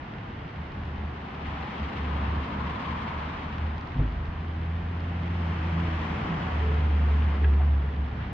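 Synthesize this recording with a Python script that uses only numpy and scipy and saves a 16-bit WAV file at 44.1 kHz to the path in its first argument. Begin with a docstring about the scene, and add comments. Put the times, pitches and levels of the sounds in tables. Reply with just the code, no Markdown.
"""A wet residential street in light rain, heard from the pavement.
Two cars pass on the left, tyres roaring on the tarmac and throwing spray, over distant traffic and
a low exhaust drone that booms between the houses. Drops tick nearby. Midway a heavy hollow body
gives a dull knock; later loose parts rattle, a small hard part clatters and a wet swish follows."""
import sys
import numpy as np
from scipy import signal
from scipy.fft import rfft, irfft, next_fast_len
from scipy.io import wavfile
from scipy.ndimage import map_coordinates

SR = 44100
rng = np.random.default_rng(int(sys.argv[2]) if len(sys.argv) > 2 else 0)


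def master_out(mix):
    """Clip the mix to full scale and print it as 16-bit PCM to the path in sys.argv[1]."""
    frames = np.transpose(np.atleast_2d(mix))
    ceiling = np.clip(frames, -1, 1)
    pcm = np.round(ceiling * 32767).astype(np.int16)
    wavfile.write(sys.argv[1], SR, pcm)


N = 367340
TIME_S = np.arange(N) / SR
LANE_M, SOUND_M_PER_S = 9.7, 343  # lane: distance when abreast

# Passing cars. Each row: time abreast in seconds, speed in m/s, then in dB roar, spray, left bias,
# body rumble and extra rumble from the rear, then rumble screening in dB/m.
PASSING_CARS = [(2.55, 8.1, -39, -47, 2.5, -35.5, -2.5, 1.0), (6.349, 8.9, -40, -46.5, 1.5, -34, 2, 0.41)]
# Tyre noise spectra, one per car. Each row: frequency in Hz, relative density in dB.
FIRST_TYRE_SPECTRUM = [(25, -14.5), (60, -8.5), (130, -2), (215, 1.5), (360, -13.5), (470, -13),
                       (570, -11.5), (700, -8), (1000, -2.5), (1220, -4.5), (1450, -9.5), (1950, -9.5),
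                       (2250, -11), (3200, -15.5), (4000, -24), (6000, -41), (9500, -59.5)]
SECOND_TYRE_SPECTRUM = [(25, -15), (60, 0), (150, 1.5), (230, 0), (340, -11), (460, -12.5), (560, -13),
                        (730, -10.5), (1000, -8), (1500, -14), (2000, -12), (2300, -15), (3100, -18.5),
                        (3900, -29.5), (5200, -37.5), (7000, -48.5), (9500, -63)]
# Roar, then spray. Each row: tyre-tarmac horn gain along the road in dB, parked-car screening in dB/m.
TYRE_RADIATION = [(6.5, 2.03), (12, 2.5)]
# Waver of the tread roar. Each row: time in seconds, gain in dB.
ROAR_GAIN = [(1.25, -2.7), (1.55, -0.5), (2.0, -2.5), (2.2, -0.5), (2.5, -4), (2.87, -2), (3.3, 0.4),
             (5.1, -0.5), (5.5, 1), (6.0, -0.9), (6.42, 1.2), (6.9, -2), (7.35, 1)]
# Wet patches under the wheels. Each row: time in seconds, spray gain in dB.
SPRAY_GAIN = [(1.0, 0.5), (1.34, -0.5), (1.46, 3.5), (1.9, 2), (2.55, -1.5), (2.85, 1.7), (3.25, 1),
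              (3.92, 0), (5.1, 1.5), (5.42, 2.2), (6.68, 1), (6.9, -1.5), (7.3, 2.5), (7.6, -1.5)]
# Tread hum. Each row: car index, pitch abreast in Hz, width in Hz, peak time and half length
# in seconds, level in dB.
TREAD_BANDS = [(0, 1020, 230, 2.82, 0.45, -43.5), (0, 805, 120, 1.7, 0.5, -50), (1, 738, 55, 6.5, 0.8, -52)]
# Engine speed. Each row: time in seconds, firing rate in Hz.
FIRING_RATE = [(0, 79), (1.2, 73.75), (2.3, 71.5), (3.0, 74.9), (4.2, 77.6), (4.5, 82.04), (5.3, 85.1),
               (5.65, 82.8), (5.98, 83), (6.17, 79.4), (6.32, 80.9), (6.55, 76.1), (7.5, 71.8), (8.33, 71)]
# Exhaust drone. Each row: time in seconds, level in dB before trim and flutter.
DRONE_LEVEL = [(0.0, -47), (0.53, -58), (0.61, -28.5), (0.72, -51.5), (0.88, -30), (0.99, -38), (1.05, -29),
               (1.16, -43), (1.38, -45), (1.49, -36), (1.62, -34.5), (1.72, -51), (1.83, -27), (1.89, -37),
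               (1.93, -54), (1.98, -33.5), (2.25, -27), (2.42, -28), (2.49, -37), (2.59, -30.5),
               (2.74, -35), (2.81, -55), (2.9, -34.5), (3.09, -48), (3.16, -32.5), (3.5, -42),
               (3.64, -25.5), (3.81, -39), (4.54, -30), (5.94, -27.5), (6.26, -46), (6.47, -32.5),
               (6.54, -25.5), (6.68, -23), (7.0, -20.5), (7.31, -21), (7.37, -25.5), (7.45, -17.5),
               (7.74, -20), (7.94, -30), (8.01, -23), (8.12, -33.5), (8.2, -29), (8.33, -35)]
# Exhaust overtones. Each row: multiple of the firing rate, level in dB abreast at full load.
LOAD_OVERTONES = [(2, -34.5), (3, -50.5), (4, -44)]
# Tones of the second car. Each row: centre and half length in seconds, pitch in Hz, level in dB.
WHINE_SWELLS = [(6.305, 0.04, 166, -32), (6.31, 0.083, 384, -43), (6.683, 0.085, 436, -41),
                (7.162, 0.07, 434, -47.5), (7.431, 0.065, 435, -46), (7.518, 0.14, 385, -46.5),
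                (7.601, 0.06, 724.6, -52)]
# Knock and rebounds. Each row: time in seconds, impulse in dB, contact time in seconds.
KNOCK_CONTACTS = [(3.957, -27, 0.0025), (3.975, -23.5, 0.0093), (3.993, -17, 0.0036), (4.167, -34, 0.0039),
                  (4.286, -29, 0.0038)]
# Modes of the hollow body and the hard part. Each row: frequency in Hz, gain in dB, T60 in seconds.
HOLLOW_BODY_MODES = [(52.6, -5, 0.94), (109, -4.5, 0.35), (147.6, 7, 0.17), (248, 4.5, 0.24), (318, -3, .2),
                     (476, -11, .22)]
HARD_PART_MODES = [(1690, -3, 0.026), (1980, -6, 0.016), (2550, -4, 0.012), (3200, -7.5, 0.012)]
# Hard part's tap and bounces. Each row: start in seconds, strength in dB, left bias in dB.
TAP_CONTACTS = [(7.2222, -36, 7), (7.4405, -37.5, -6), (7.4448, -29.5, -3), (7.4485, -33, 7)]
# Loose parts. Each row: start in seconds, level in dB, centre and width in Hz, T60 in seconds.
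RATTLE_BURSTS = [(3.992, -31, 269, 40, 0.42), (7.309, -37, 1020, 300, 0.24), (7.337, -37.5, 900, 700, 0.12),
                 (7.595, -40, 730, 130, 0.3), (7.612, -43, 1100, 400, 0.2)]
# Nearby drops. Each row: start in seconds, peak in dB, left bias in dB, pitch in Hz.
NEAR_DROPS = [(0.7205, -42, 3, 4000), (0.8545, -46.5, 6, 4500), (2.6045, -42, 4, 3800),
              (3.5833, -32, 2, 2650), (3.7812, -40, 2, 4000), (3.811, -43.5, 0, 4600),
              (3.8735, -45, 5, 4600), (4.1235, -46, 3, 4200), (4.41, -46, -3, 3770), (5.0053, -44, 0, 4300),
              (5.2345, -43, 0, 3900)]
# Wet swish: centre in seconds, half length in seconds, level in dB.
WET_SWISH = (8.23, 0.068, -46)
# Distant traffic and rain. Each row: frequency in Hz, relative density in dB.
CITY_SPECTRUM = [(20, -8.5), (50, 0), (100, 2.5), (150, 1), (220, -5), (320, -9.5), (450, -13.5),
                 (560, -17), (720, -12.5), (920, -13.5), (1300, -17.5), (1900, -18.5), (2300, -23),
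                 (3100, -26.5), (3900, -36), (5200, -45), (6200, -52.5), (9500, -76)]
# Low street rumble. Each row: time in seconds, gain in dB.
RUMBLE_GAIN = [(0.1, -2.5), (0.45, 1), (0.72, 0), (1.05, 0.5), (1.2, -7), (1.36, -7.5), (1.5, 2.5),
               (1.7, -6), (2.2, 0.5), (2.65, -0.5), (2.95, -2.5), (3.45, 1), (4.6, 0), (5.9, -1), (6.8, -1),
               (7.6, 0), (8.1, 2.5)]
# Stereo width of the noise. Each row: frequency in Hz, side over mid in dB.
STEREO_WIDTH = [(30, -20.5), (80, -22), (130, -29.5), (250, -21.5), (450, -1), (620, -6.5), (900, 0.5),
                (1500, -1.5), (3800, -3), (5300, 3), (8000, 0)]


def car(row, spectrum, splash_db, direct_db, uneven_db=.5, left_lead_ms=0.064):
    """Body rumble, tread roar and spray swell as the car nears; uneven water makes the spray flutter."""
    abreast_s, speed_m_per_s, roar_db, spray_db, left_db, rumble_db, rear_db, body_db_per_m = row
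    distance_m, heading = passage(abreast_s, speed_m_per_s)
    spread_db = 20 * np.log10(LANE_M / distance_m)
    beyond_m = distance_m - LANE_M
    rumble_swell_db = spread_db + rear_db * heading - body_db_per_m * beyond_m
    roar_swell_db, spray_swell_db = (
        spread_db + horn_db * heading ** 2 - screen_db_per_m * beyond_m + curve(waver)
        for (horn_db, screen_db_per_m), waver in zip(TYRE_RADIATION, (ROAR_GAIN, SPRAY_GAIN)))
    rumble = at_level(band(diffuse(spectrum), 38, 513, order=4), rumble_db + rumble_swell_db)
    roar = band(diffuse(spectrum), 435, 1700, order=4)
    roar = at_level(roar, roar_db + roar_swell_db + uneven_db * drift(5))
    # spray heard straight from the wheels reaches the left ear first
    left = band(diffuse(spectrum)[0], 3000, 6900)
    right = map_coordinates(left, [np.arange(N) - left_lead_ms * SR / 1000], order=3)
    hiss = band(diffuse(spectrum), 1630, 10000, order=4) + from_db(direct_db) * np.array([left, right])
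    spray = at_level(hiss, spray_db + spray_swell_db + splash_db * drift(35))
    pan_db = left_db - 0.5 * heading  # further left on approach
    return rumble + panned(roar, 0.82 * pan_db) + panned(spray, pan_db)


def tread_hum(row):
    """Tread blocks hum in a narrow band, higher on approach, lower going away."""
    car_index, hz, width_hz, peak_s, half_length_s, level_db = row
    abreast_s, speed_m_per_s = PASSING_CARS[int(car_index)][:2]
    _, heading = passage(abreast_s, speed_m_per_s)
    doppler_hz = hz / (1 + heading * speed_m_per_s / SOUND_M_PER_S)
    phase = 2 * np.pi * np.cumsum(doppler_hz) / SR
    sine, cosine = np.sin(phase), np.cos(phase)
    hum = np.array([drift(width_hz / 2) * sine + drift(width_hz / 2) * cosine for _ in range(2)])
    return panned(at_level(hum, level_db), 1.5) * swell(peak_s, half_length_s)


def exhaust(coast_hz=76.6, full_load_hz=81.8, trim_db=-1.5, octave_db=-23.5, smear_rad=.19):
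    """The firing note booms between houses; load brings out overtones near the second car."""
    firing_hz, drone_db = curve(FIRING_RATE), curve(DRONE_LEVEL)
    phase = 2 * np.pi * np.cumsum(firing_hz * (1 + 0.011915 * drift(8))) / SR
    # reflections flutter the drone, least when loud and near, and smear the overtones
    steady_above_db, flutter_below_db = -24, -39.5
    flutter_db = 2.5 * np.clip((steady_above_db - drone_db) / (steady_above_db - flutter_below_db), .15, 1)
    boom = from_db(drone_db + trim_db + flutter_db * drift(4.6))
    note = boom * (np.sin(phase) + from_db(octave_db) * np.sin(2 * phase))
    load = np.clip((firing_hz - coast_hz) / (full_load_hz - coast_hz), 0, 1) ** 2
    distance_m, _ = passage(*PASSING_CARS[1][:2])
    nearness = (LANE_M / distance_m) ** 2.17
    for multiple, level_db in LOAD_OVERTONES:
        overtone = np.sin(multiple * (phase + smear_rad * drift(12)))
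        note += load * nearness * from_db(level_db + 2.15 * drift(5.1)) * overtone
    return np.sqrt(2) * note


def whine(smear_rad=0.63):
    """Engine and running-gear tones swell and fade, smeared by shifting paths along the street."""
    tones = np.zeros(N)
    for centre_s, half_length_s, hz, level_db in WHINE_SWELLS:
        phase = 2 * np.pi * hz * TIME_S + smear_rad * drift(16)
        tones += from_db(level_db) * swell(centre_s, half_length_s) * np.sin(phase)
    return street_reverb(panned(np.sqrt(2) * tones, -1), t60_s=0.39, wet_db=-12)


def knock():
    """Soft contacts set a hollow body booming; a longer contact is duller."""
    force = np.zeros(N)
    for centre_s, impulse_db, contact_s in KNOCK_CONTACTS:
        push = np.exp(-np.pi * ((TIME_S - centre_s) / contact_s) ** 2)
        force += from_db(impulse_db) * push / push.sum()
    t = TIME_S[:SR]
    ring = sum(from_db(gain_db - 60 * t / t60_s) * np.sin(2 * np.pi * hz * t)
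               for hz, gain_db, t60_s in HOLLOW_BODY_MODES)
    return signal.fftconvolve(force, ring)[:N]


def taps(uneven_db=2.5):
    """Crisp contacts ring a small hard part, each with its own mix of modes."""
    out = np.zeros((2, N))
    t = TIME_S[:SR // 8]
    for start_s, strength_db, pan_db in TAP_CONTACTS:
        ring = np.zeros(len(t))
        for hz, gain_db, t60_s in HARD_PART_MODES:
            mode_db = strength_db + gain_db + uneven_db * rng.standard_normal()
            ring += from_db(mode_db - 60 * t / t60_s) * np.sin(2 * np.pi * hz * t)
        start = round(start_s * SR)
        out[:, start:start + len(t)] += panned(ring, pan_db)
    return street_reverb(band(out, 700, 3300, order=4), t60_s=0.24, wet_db=-12)


def rattles(rise_s=0.004):
    """Loose parts rattle and scuff, each round one pitch, blurred by distance."""
    out = np.zeros(N + SR)
    t = TIME_S[:SR // 2]
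    rise = np.minimum(t / rise_s, 1)
    for start_s, level_db, hz, width_hz, t60_s in RATTLE_BURSTS:
        burst = band(rng.standard_normal(len(t)), hz - width_hz / 2, hz + width_hz / 2, order=1)
        start = round(start_s * SR)
        out[start:start + len(t)] += unit_rms(burst) * rise * from_db(level_db - 60 * t / t60_s)
    return street_reverb(panned(band(out[:N], 200, 3000, order=4), 2.2), t60_s=0.2, wet_db=-11)


def near_drops(t60_cycles=8.2):
    """Big drops hit the pavement close by, one sharp tick each."""
    out = np.zeros((2, N))
    t = TIME_S[:SR // 50]
    for start_s, peak_db, pan_db, hz in NEAR_DROPS:
        ring = np.sin(2 * np.pi * hz * t) * from_db(-60 * t * hz / t60_cycles)
        tick = band(ring, 1800, 5800, order=3)
        start = round(start_s * SR)
        out[:, start:start + len(t)] += panned(tick / np.abs(tick).max() * from_db(peak_db), pan_db)
    return street_reverb(out, t60_s=.25, wet_db=-8)


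def swish():
    """One soft swell of wet hiss."""
    centre_s, half_length_s, level_db = WET_SWISH
    return at_level(band(diffuse(CITY_SPECTRUM), 1050, 4700), level_db) * swell(centre_s, half_length_s)


def patter(drops_per_s=450, pitches=10, spread_db=4.0, level_db=-59.5):
    """Small drops land at random all round, each ringing for a few cycles."""
    out = np.zeros((2, N))
    count = int(drops_per_s * N / SR / pitches)
    for hz in np.geomspace(1500, 4500, pitches):
        starts = rng.integers(0, N, count)
        sizes = from_db(spread_db * np.minimum(rng.exponential(1, count), 4))
        signs = rng.choice([-1, 1], count)
        clicks = np.zeros((2, N))
        clicks[:, starts] = panned(sizes * signs, rng.normal(0, 4.4, count))
        out += band(clicks, hz / np.sqrt(2), hz * np.sqrt(2), order=1) / hz ** 2
    return at_level(band(out, 1200, 3900, order=3), level_db)


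def distant_city(level_db=-38):
    """Far traffic and rain merge into a steady wash."""
    return at_level(diffuse(CITY_SPECTRUM), level_db)


def surge_rumble(x, edge_hz=190):
    """The bass rises and sinks."""
    bass = signal.sosfiltfilt(signal.butter(2, edge_hz, fs=SR, output="sos"), x)
    return x + (from_db(curve(RUMBLE_GAIN)) - 1) * bass


def diffuse(spectrum):
    """Stereo noise: narrow in the bass, wide in the treble."""
    size = next_fast_len(N, real=True)
    hz = np.arange(size // 2 + 1) * SR / size
    mid, side = rfft(rng.standard_normal((2, size))) * gain_at(spectrum, hz)
    side = side * gain_at(STEREO_WIDTH, hz)
    return irfft([mid + side, mid - side], size)[:, :N]


def street_reverb(x, t60_s, wet_db):
    """Add decaying scatter from facades and parked cars."""
    t = TIME_S[:SR]
    tail = rng.standard_normal((2, SR)) * from_db(-60 * t / t60_s) * (t > .008)
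    tail /= np.sqrt(np.sum(tail ** 2) / 2)
    return x + from_db(wet_db) * signal.fftconvolve(x, tail, axes=1)[:, :N]


def passage(abreast_s, speed_m_per_s):
    """A car's distance and heading: -1 far off approaching, 0 abreast, 1 far off receding."""
    along_m = speed_m_per_s * (TIME_S - abreast_s)
    distance_m = np.hypot(along_m, LANE_M)
    return distance_m, along_m / distance_m


def drift(rate_hz):
    """Smooth random wander, RMS 1."""
    knots = rng.standard_normal(int(N / SR * rate_hz * 2) + 4)
    coarse_s = TIME_S[::20]
    wander = map_coordinates(knots, [coarse_s * rate_hz * 2], order=3)
    return np.interp(TIME_S, coarse_s, unit_rms(wander))


def swell(centre_s, half_length_s):
    """Gaussian envelope."""
    return np.exp(-((TIME_S - centre_s) / half_length_s) ** 2)


def curve(rows):
    """Time-value rows, interpolated per sample."""
    return np.interp(TIME_S, *np.transpose(rows))


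def gain_at(spectrum, hz):
    """Spectrum gain, interpolated in log frequency."""
    knots_hz, levels_db = np.transpose(spectrum)
    return from_db(np.interp(np.log(hz + 1e-9), np.log(knots_hz), levels_db))


def band(x, low_hz, high_hz, order=2):
    """Causal band-pass."""
    return signal.sosfilt(signal.butter(order, [low_hz, high_hz], "band", fs=SR, output="sos"), x + 1e-18)


def panned(x, left_db):
    """Pan by level difference; positive is left."""
    return x * from_db(np.array([[.5], [-.5]]) * left_db)


def at_level(stereo, level_db):
    """Scale by the RMS of the mid signal."""
    return stereo / np.std(stereo.mean(axis=0)) * from_db(level_db)


def unit_rms(x):
    return x / np.sqrt(np.mean(x ** 2) + 1e-20)


def from_db(db):
    return 10 ** (np.asarray(db) / 20)


def scene():
    """City wash, two cars, knock, rain and clatter."""
    city = distant_city()
    first = car(PASSING_CARS[0], FIRST_TYRE_SPECTRUM, splash_db=1.26, direct_db=-7.5)
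    second = car(PASSING_CARS[1], SECOND_TYRE_SPECTRUM, splash_db=0.76, direct_db=-5.0)
    traffic = surge_rumble(city + first + second) + sum(map(tread_hum, TREAD_BANDS))
    booms = panned(exhaust() + knock(), -.3)
    return traffic + booms + whine() + patter() + near_drops() + rattles() + taps() + swish()


def record(dry):
    """Band-limit to 20-10100 Hz."""
    dry = signal.sosfilt(signal.butter(2, 20, "high", fs=SR, output="sos"), dry)
    return signal.sosfilt(signal.ellip(10, .1, 80, 10100, fs=SR, output="sos"), dry)


dry = scene()
out = record(dry)
master_out(out)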